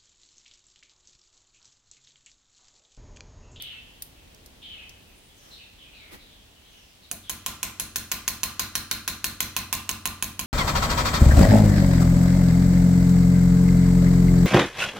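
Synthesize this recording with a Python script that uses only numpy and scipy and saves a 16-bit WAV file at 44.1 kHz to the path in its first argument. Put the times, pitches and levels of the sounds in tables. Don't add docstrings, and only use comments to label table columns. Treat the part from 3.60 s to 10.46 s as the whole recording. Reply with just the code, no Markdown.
import sys
import numpy as np
from scipy import signal
from scipy.fft import rfft, irfft
from scipy.io import wavfile

SR = 44100
rng = np.random.default_rng(int(sys.argv[2]) if len(sys.argv) > 2 else 0)


def store_pcm(level_fs):
    pcm = np.round(np.clip(level_fs, -1, 1) * 32767).astype(np.int16)
    wavfile.write(sys.argv[1], SR, np.atleast_2d(pcm).T)


N = 302526
T = np.arange(36000) / SR
HZ = np.fft.rfftfreq(len(T), 1 / SR)
LEAD_IN_S = .0015

# start_s, force_db, sharpness_db, ring_db
TAPS = [(3.5141, -7.5, 10.5, -9.5), (3.696, -3, 3.5, -3), (3.8625, -0.5, 0.5, 0), (4.0299, -0.6, 2, 0),
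        (4.1983, -2, 4.5, -6.5), (4.359, -1, 6, -7), (4.5162, 0, 3.5, -1.5), (4.6792, -.5, 7.5, -1),
        (4.8331, -1, 7.5, 1), (4.995, 0.6, 3, -1.5), (5.1536, -0.4, 5, -4), (5.3126, -.3, 3.5, -4),
        (5.4777, -0.5, 4, -2.5), (5.6432, 0.5, 4.5, -5.5), (5.805, 0.8, 3.5, -3), (5.9654, 0.05, 4, 2.5),
        (6.128, 0.1, 5.5, 4), (6.2922, -1.5, 5.5, 1.5), (6.4557, -1.5, 6, 3.5), (6.625, -1.5, 7, -0.5),
        (6.793, -2, 2.5, 1.5)]
# centre_hz, level_db, t60_s, rise_s, tap_likeness, stereo_likeness
ROOM_BANDS = [(60, 8, 0.29, 0.047, 1, 1), (154, 7, 0.4, 0.059, 0.83, 0.99),
              (285, 8, 0.31, 0.029, 0.97, 0.98), (433, -4.5, 0.66, 0.0036, 0.93, 0.75),
              (870, 3.5, 0.47, 0.00067, 0.94, 0.74), (1105, 3.5, 0.43, 0.028, 1, 0.2),
              (1650, 9.5, 0.49, 0.024, 1, 0.79), (1690, 6.5, 0.42, 0.0079, 0.6, 0.47),
              (2500, 8.5, 0.4, 0.023, 0.81, 0.4), (3380, 5, 0.37, 0.025, 0.69, 0.14),
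              (4280, 12.5, 0.34, 0.0034, 1, 0.12), (4440, 2.5, 0.44, 0.0059, 0.33, 0.16),
              (6340, 3, 0.43, 0.0074, 0, 0), (8000, -1.5, .4, 0.0029, 0.67, 0),
              (11600, 1.5, 0.34, 0.002, 0.9, 0.07), (14700, 0.5, 0.26, .003, 0.4, 0)]


def hammer(crack_db=-1, scatter_db=4, echo_count=6):
    # freq_hz, gain_db
    crack_eq = [(60, -1), (290, -6), (560, -27.5), (980, -9.5), (1180, -3), (1550, 7), (2150, -5),
                (2500, 10), (4900, -5), (6700, 4.5), (7500, 0.5), (8400, -9.5), (10700, -2.5), (15500, -25)]
    # freq_hz, level_db, t60_s
    steel_modes = [(1023, -42.5, .42), (1064, -43.5, .45), (1186, -47, .6), (1462, -51, .4),
                   (1579, -47, .42), (1680, -51, .4), (2482, -50, .45), (2570, -48.5, .45),
                   (3768, -51, .45), (3885, -50, .5), (4058, -47, .5), (4097, -46, .55), (4128, -46.5, .55),
                   (4171, -46, .5), (4276, -50, .45)]
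    # freq_hz, level_db, t60_s
    blade_modes = [(1050, -37, 0.22), (2352, -32.5, 0.058), (6470, -50, 0.13), (6400, -52, 0.1),
                   (11300, -37, .12), (12100, -57, 0.19), (12550, -37, .12), (13300, -47, 0.14)]
    out = np.zeros((2, N))
    likeness = np.array([row[4] for row in ROOM_BANDS])[:, None, None]
    body = steel_ring(steel_modes).sum(1) + bench_thud() + (likeness * room_bands()).sum(0)
    blade = steel_ring(blade_modes)
    echoes = [(np.sqrt(1 - likeness ** 2) * room_bands()).sum(0) for _ in range(echo_count)]
    sensitivity = np.sqrt([row[0] / blade_modes[-1][0] for row in blade_modes])
    for k, (start_s, force_db, sharpness_db, ring_db) in enumerate(TAPS):
        tail = body + echoes[k % echo_count]
        tail += amp(scatter_db * sensitivity * rng.standard_normal(len(blade_modes))) @ blade
        tail += knife_chatter()
        tap = amp(crack_db + sharpness_db) * colour(contact(), crack_eq)
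        add(tap, LEAD_IN_S, tail)
        add(tap, *knife_drop(start_s))
        tap = colour(tap, spot_colour())
        tap = colour(tap, tap_colour(start_s, force_db, sharpness_db, ring_db))
        add(out, start_s - LEAD_IN_S, amp(force_db) * tap)
    add(out, TAPS[0][0], board_knock())
    return out


def contact(grit=0.65, grit_t60_s=0.0052, grit_hz=4500, left_db=-1.5, dispersion_rad=8, lead_in_db=-15):
    lead_in = unit(rng.standard_normal(len(T)) * T * (T < LEAD_IN_S))
    highpass = signal.butter(2, grit_hz, "highpass", fs=SR, output="sos")
    grind = signal.sosfilt(highpass, burst(grit_t60_s, channels=1)[0])
    push = amp(lead_in_db) * lead_in + np.roll((T == 0) + grit * grind, round(LEAD_IN_S * SR))
    push = irfft(rfft(push) * np.exp(-1j * dispersion_rad * np.sqrt(HZ / 1000))) * (T < .1)
    return unit(np.array([amp(left_db) * np.roll(push, 1), push]))


def tap_colour(start_s, force_db, sharpness_db, ring_db, sweet_spot_s=5.28):
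    bands_hz = [250, 500, 1000, 1580, 2700, 4150, 6500, 12000]
    thud_db = -1.2 + 1.8 * (start_s - TAPS[0][0]) - 0.67 * force_db
    off_spot_db = 5 * abs(start_s - sweet_spot_s)
    low_ring_db, high_ring_db = -0.3 - 0.83 * off_spot_db, 1.4 - off_spot_db
    clank_db = -3.5 + 0.57 * ring_db
    top_db = -1.5 + 0.51 * sharpness_db
    return list(zip(bands_hz, [thud_db, -0.5, ring_db, low_ring_db, clank_db, high_ring_db, 0, top_db]))


def spot_colour(uneven_db=2.0, count=60):
    hz = np.geomspace(1200, 16000, count)
    return [(1000, 0)] + list(zip(hz, uneven_db * rng.standard_normal(count)))


def steel_ring(modes, spread_rad=0.68):
    hz, db, t60_s = np.transpose(modes)[:, :, None]
    phase = rng.standard_normal((2, len(modes), 1)) * spread_rad * np.sqrt(hz / 1000)
    return amp(db - 60 * T / t60_s) * np.sin(2 * np.pi * hz * T + phase)


def knife_chatter(gain_db=-2.0, t60_s=0.055, clump_db=4, clump_hz=450, left_db=-2.5):
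    # freq_hz, gain_db
    chatter_eq = [(300, -70.5), (1000, 2), (2600, 13.5), (4500, 9), (6500, 9.5), (8300, 3.5), (11000, 9),
                  (15500, 4.5)]
    buzz = unit(burst(t60_s) * amp(clump_db * flutter(clump_hz)))
    return amp(gain_db + np.array([[left_db], [0]])) * colour(buzz, chatter_eq)


def knife_drop(tap_s):
    # time_s, airborne_s, level_db
    hops = [(3.5, 0.018, -9), (4.501, 0.026, -7), (5.5, 0.024, -5), (6.099, 0.024, -4), (6.549, .018, 1),
            (6.8, 0.019, -3)]
    # freq_hz, gain_db
    drop_eq = [(500, -28), (3000, 0), (5000, -15), (6600, 8.5), (8300, -13), (15000, 0)]
    time_s, airborne_s, level_db = np.transpose(hops)
    landing = amp(np.interp(tap_s, time_s, level_db)) * colour(contact(), drop_eq)
    return np.interp(tap_s, time_s, airborne_s), landing


def bench_thud():
    # freq_hz, level_db, t60_s, rise_s
    bench_modes = [(40, -57, .6, .03), (72, -48, .5, .03), (92.5, -40, .6, .04), (118, -47, .3, .02),
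                   (193, -50, .45, .025), (212, -53, .3, .02), (262, -50, .22, .008),
                   (309, -44.5, .5, .015), (542, -62, .4, .005)]
    hz, db, t60_s, rise_s = np.transpose(bench_modes)[:, :, None]
    return (amp(db - 60 * T / t60_s) * (1 - np.exp(-T / rise_s)) * np.sin(2 * np.pi * hz * T)).sum(0)


def board_knock(gain_db=-13, t60_s=0.27):
    # freq_hz, gain_db
    wood_eq = [(100, 2), (300, 2), (480, 8), (720, 19.5), (1100, -5), (4000, -26)]
    return amp(gain_db) * colour(burst(t60_s), wood_eq)


def room_bands():
    left, other = rfft(rng.standard_normal((2, len(T))))
    centres_hz = [row[0] for row in ROOM_BANDS]
    bands = []
    for pick, (_, db, t60_s, rise_s, _, stereo_likeness) in zip(np.eye(len(ROOM_BANDS)), ROOM_BANDS):
        weight = read(list(zip(centres_hz, pick)), HZ)
        noise = irfft(np.array([left, blend(left, other, stereo_likeness)]) * weight)
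        envelope = unit((1 - np.exp(-T / rise_s)) * amp(-60 * T / t60_s))
        bands.append(amp(db) * noise * envelope)
    return np.array(bands)


def handling(echo_db=-9, echo_t60_s=0.27, whistle_s=1.3, whistle_width_hz=220, waver_hz=9):
    # start_s, level_db, decay_20db_s, treble_lift_db
    clicks = [(0.023, -9.5, 0.0025, 6), (0.422, -4.5, 0.01, 1.5), (0.747, -30.5, 0.0044, 18),
              (.8605, -21.5, 0.011, 12), (1.293, -25, 0.013, 20)]
    # freq_hz, gain_db
    click_eq = [(400, -42), (2000, -13), (4500, -3), (7500, -8.5), (9700, 5), (11000, -4.5), (12700, 5.5),
                (15500, -2)]
    # low_hz, peak_hz, high_hz
    lift_hz = [3000, 6200, 9000]
    # start_s, length_s, level_db
    slides = [(1.2, 0.48, -66), (1.747, 0.3, -54.5), (2.299, 0.51, -60), (2.497, 0.087, -43),
              (3.015, 0.28, -64), (3.361, 0.16, -64.5)]
    # freq_hz, gain_db
    scrape_eq = [(60, 0), (220, 22.5), (600, 13.5), (2200, 10.5), (4800, 7), (7000, 0.5), (11000, 4),
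                 (15000, 2)]
    # pitch_hz, level_db
    whistle_tones = [(7700, -74), (9300, -69), (14250, -72)]
    out = np.zeros((2, N))
    for start_s, db, decay_20db_s, lift_db in clicks:
        click = colour(burst(3 * decay_20db_s) + amp(echo_db) * burst(echo_t60_s), click_eq)
        add(out, start_s, amp(db) * colour(click, list(zip(lift_hz, [0, lift_db, 0]))))
    for start_s, length_s, db in slides:
        count = int(length_s * SR)
        rub = colour(rng.standard_normal((2, SR)), scrape_eq)[:, :count]
        add(out, start_s, amp(db) * rub / rub.std() * signal.windows.hann(count))
    for hz, db in whistle_tones:
        whistle = flutter(waver_hz) * flutter(whistle_width_hz) * np.sin(2 * np.pi * hz * T)
        add(out, whistle_s, amp(db) * whistle * signal.windows.tukey(len(T), .5))
    return out


def birds(fall=0.151, rasp=0.0544, rasp_hz=260, hoarse=0.53, hoarse_hz=1100, direct_db=-10, gain_db=6):
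    song = np.zeros(N + SR)
    for start_s, length_s, pitch_hz, db in bird_notes():
        count = int(length_s * SR)
        glide_hz = pitch_hz * (1 + fall * np.linspace(.5, -.5, count))
        hz = glide_hz * (1 + rasp * flutter(rasp_hz)[:count])
        note = np.sin(2 * np.pi * np.cumsum(hz) / SR) * (1 + hoarse * flutter(hoarse_hz)[:count])
        add(song, start_s + 1, amp(db) * note * signal.windows.tukey(count, .5))
    hall = burst(t60_s=0.69) + amp(direct_db) * (T == 0)
    return amp(gain_db) * signal.fftconvolve(song[None], hall, axes=1)[:, SR:SR + N]


def bird_notes(note_s=.07, fade_db=-3.5, far_count=12, far_s=(.3, 3.3), far_hz=(2600, 3750), far_db=-64):
    # start_s, length_s, first_hz, last_hz, level_db
    runs = [(-.04, 0.2, 3250, 2760, -42), (1.01, 0.23, 3252, 2600, -45.5), (1.759, 0.19, 6080, 5370, -61.5),
            (1.899, .14, 3920, 2780, -49.5), (2.17, .14, 3250, 2500, -54), (2.32, .21, 2544, 2040, -54),
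            (2.324, 0.096, 3850, 3850, -57), (2.578, 0.2, 3960, 3310, -58.5),
            (3.032, .21, 3260, 2864, -59.5), (3.081, 0.25, 6030, 5200, -65.5),
            (3.412, 0.054, 4080, 4050, -57), (3.622, 0.084, 3400, 3400, -52.5)]
    notes = []
    for start_s, length_s, first_hz, last_hz, db in runs:
        steps = np.linspace(0, 1, max(round(length_s / note_s), 1))
        each_s = length_s / len(steps)
        for k, progress in enumerate(steps):
            pitch_hz = first_hz * (last_hz / first_hz) ** progress
            notes.append((start_s + k * each_s, each_s, pitch_hz, db + fade_db * progress))
    for k, (jitter, pitch) in enumerate(rng.random((far_count, 2))):
        start_s = np.interp(k + jitter, [0, far_count], far_s)
        notes.append((start_s, note_s, np.interp(pitch, [0, 1], far_hz), far_db))
    return notes


def hum(level_db=-53, swell_below_hz=1000):
    # freq_hz, density_db
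    floor_eq = [(12, -36), (20, 3.5), (43, -0.5), (77, -1), (158, -9), (255, -8.5), (357, -12.5),
                (738, -15), (1290, -21), (2140, -18.5), (3070, -14.5), (5080, -21.5), (14700, -29.5),
                (16000, -24.5)]
    # freq_hz, likeness
    stereo_likeness = [(60, 1), (150, 0.8), (300, 0.35), (700, 0.037), (2000, 0.025)]
    # time_s, gain_db
    drift = [(0, 1.5), (1.3, 2.5), (1.8, -1), (2.6, 1), (3, -1.5), (3.5, -3)]
    hz = np.fft.rfftfreq(N, 1 / SR)
    left, other = rfft(rng.standard_normal((2, N)))
    right = blend(left, other, read(stereo_likeness, hz))
    noise = irfft(np.array([left, right]) * amp(read(floor_eq, hz)), N)
    low = signal.sosfilt(signal.butter(1, swell_below_hz, fs=SR, output="sos"), noise)
    swell = amp(np.interp(np.arange(N) / SR, *np.transpose(drift)))
    return amp(level_db) * (noise + (swell - 1) * low) / noise.std()


def burst(t60_s, channels=2):
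    return unit(rng.standard_normal((channels, len(T))) * amp(-60 * T / t60_s))


def flutter(top_hz):
    wobble = irfft(rfft(rng.standard_normal(len(T))) / (1 + (HZ / top_hz) ** 4))
    return wobble / wobble.std()


def colour(x, points, size=4096):
    log_gain = np.log(amp(read(points, abs(np.fft.fftfreq(size, 1 / SR)))))
    impulse = np.fft.ifft(np.exp(np.conj(signal.hilbert(log_gain)))).real[:size // 2]
    return signal.fftconvolve(x, impulse[None], axes=1)[:, :x.shape[1]]


def read(points, hz):
    freq_hz, value = np.transpose(points)
    return np.interp(np.log(hz + 1), np.log(freq_hz + 1), value)


def blend(a, b, likeness):
    return likeness * a + np.sqrt(1 - likeness ** 2) * b


def add(mix, start_s, sound):
    at = round(start_s * SR)
    sound = sound[..., max(-at, 0):]
    part = mix[..., max(at, 0):][..., :sound.shape[-1]]
    part += sound[..., :part.shape[-1]]


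def amp(db):
    return 10 ** (np.asarray(db) / 20)


def unit(x):
    return x / np.sqrt(np.mean(np.sum(x ** 2, -1)) + 1e-20)


def scene():
    return hammer() + birds() + handling() + hum()


def record(dry, low_cut_hz=28, band_limit_hz=15950):
    thin = signal.sosfilt(signal.butter(3, low_cut_hz, "highpass", fs=SR, output="sos"), dry)
    lowpass = signal.firwin(255, band_limit_hz, window=("kaiser", 8), fs=SR)
    return signal.oaconvolve(thin, lowpass[None], "same")


dry = scene()
out = record(dry)
store_pcm(out)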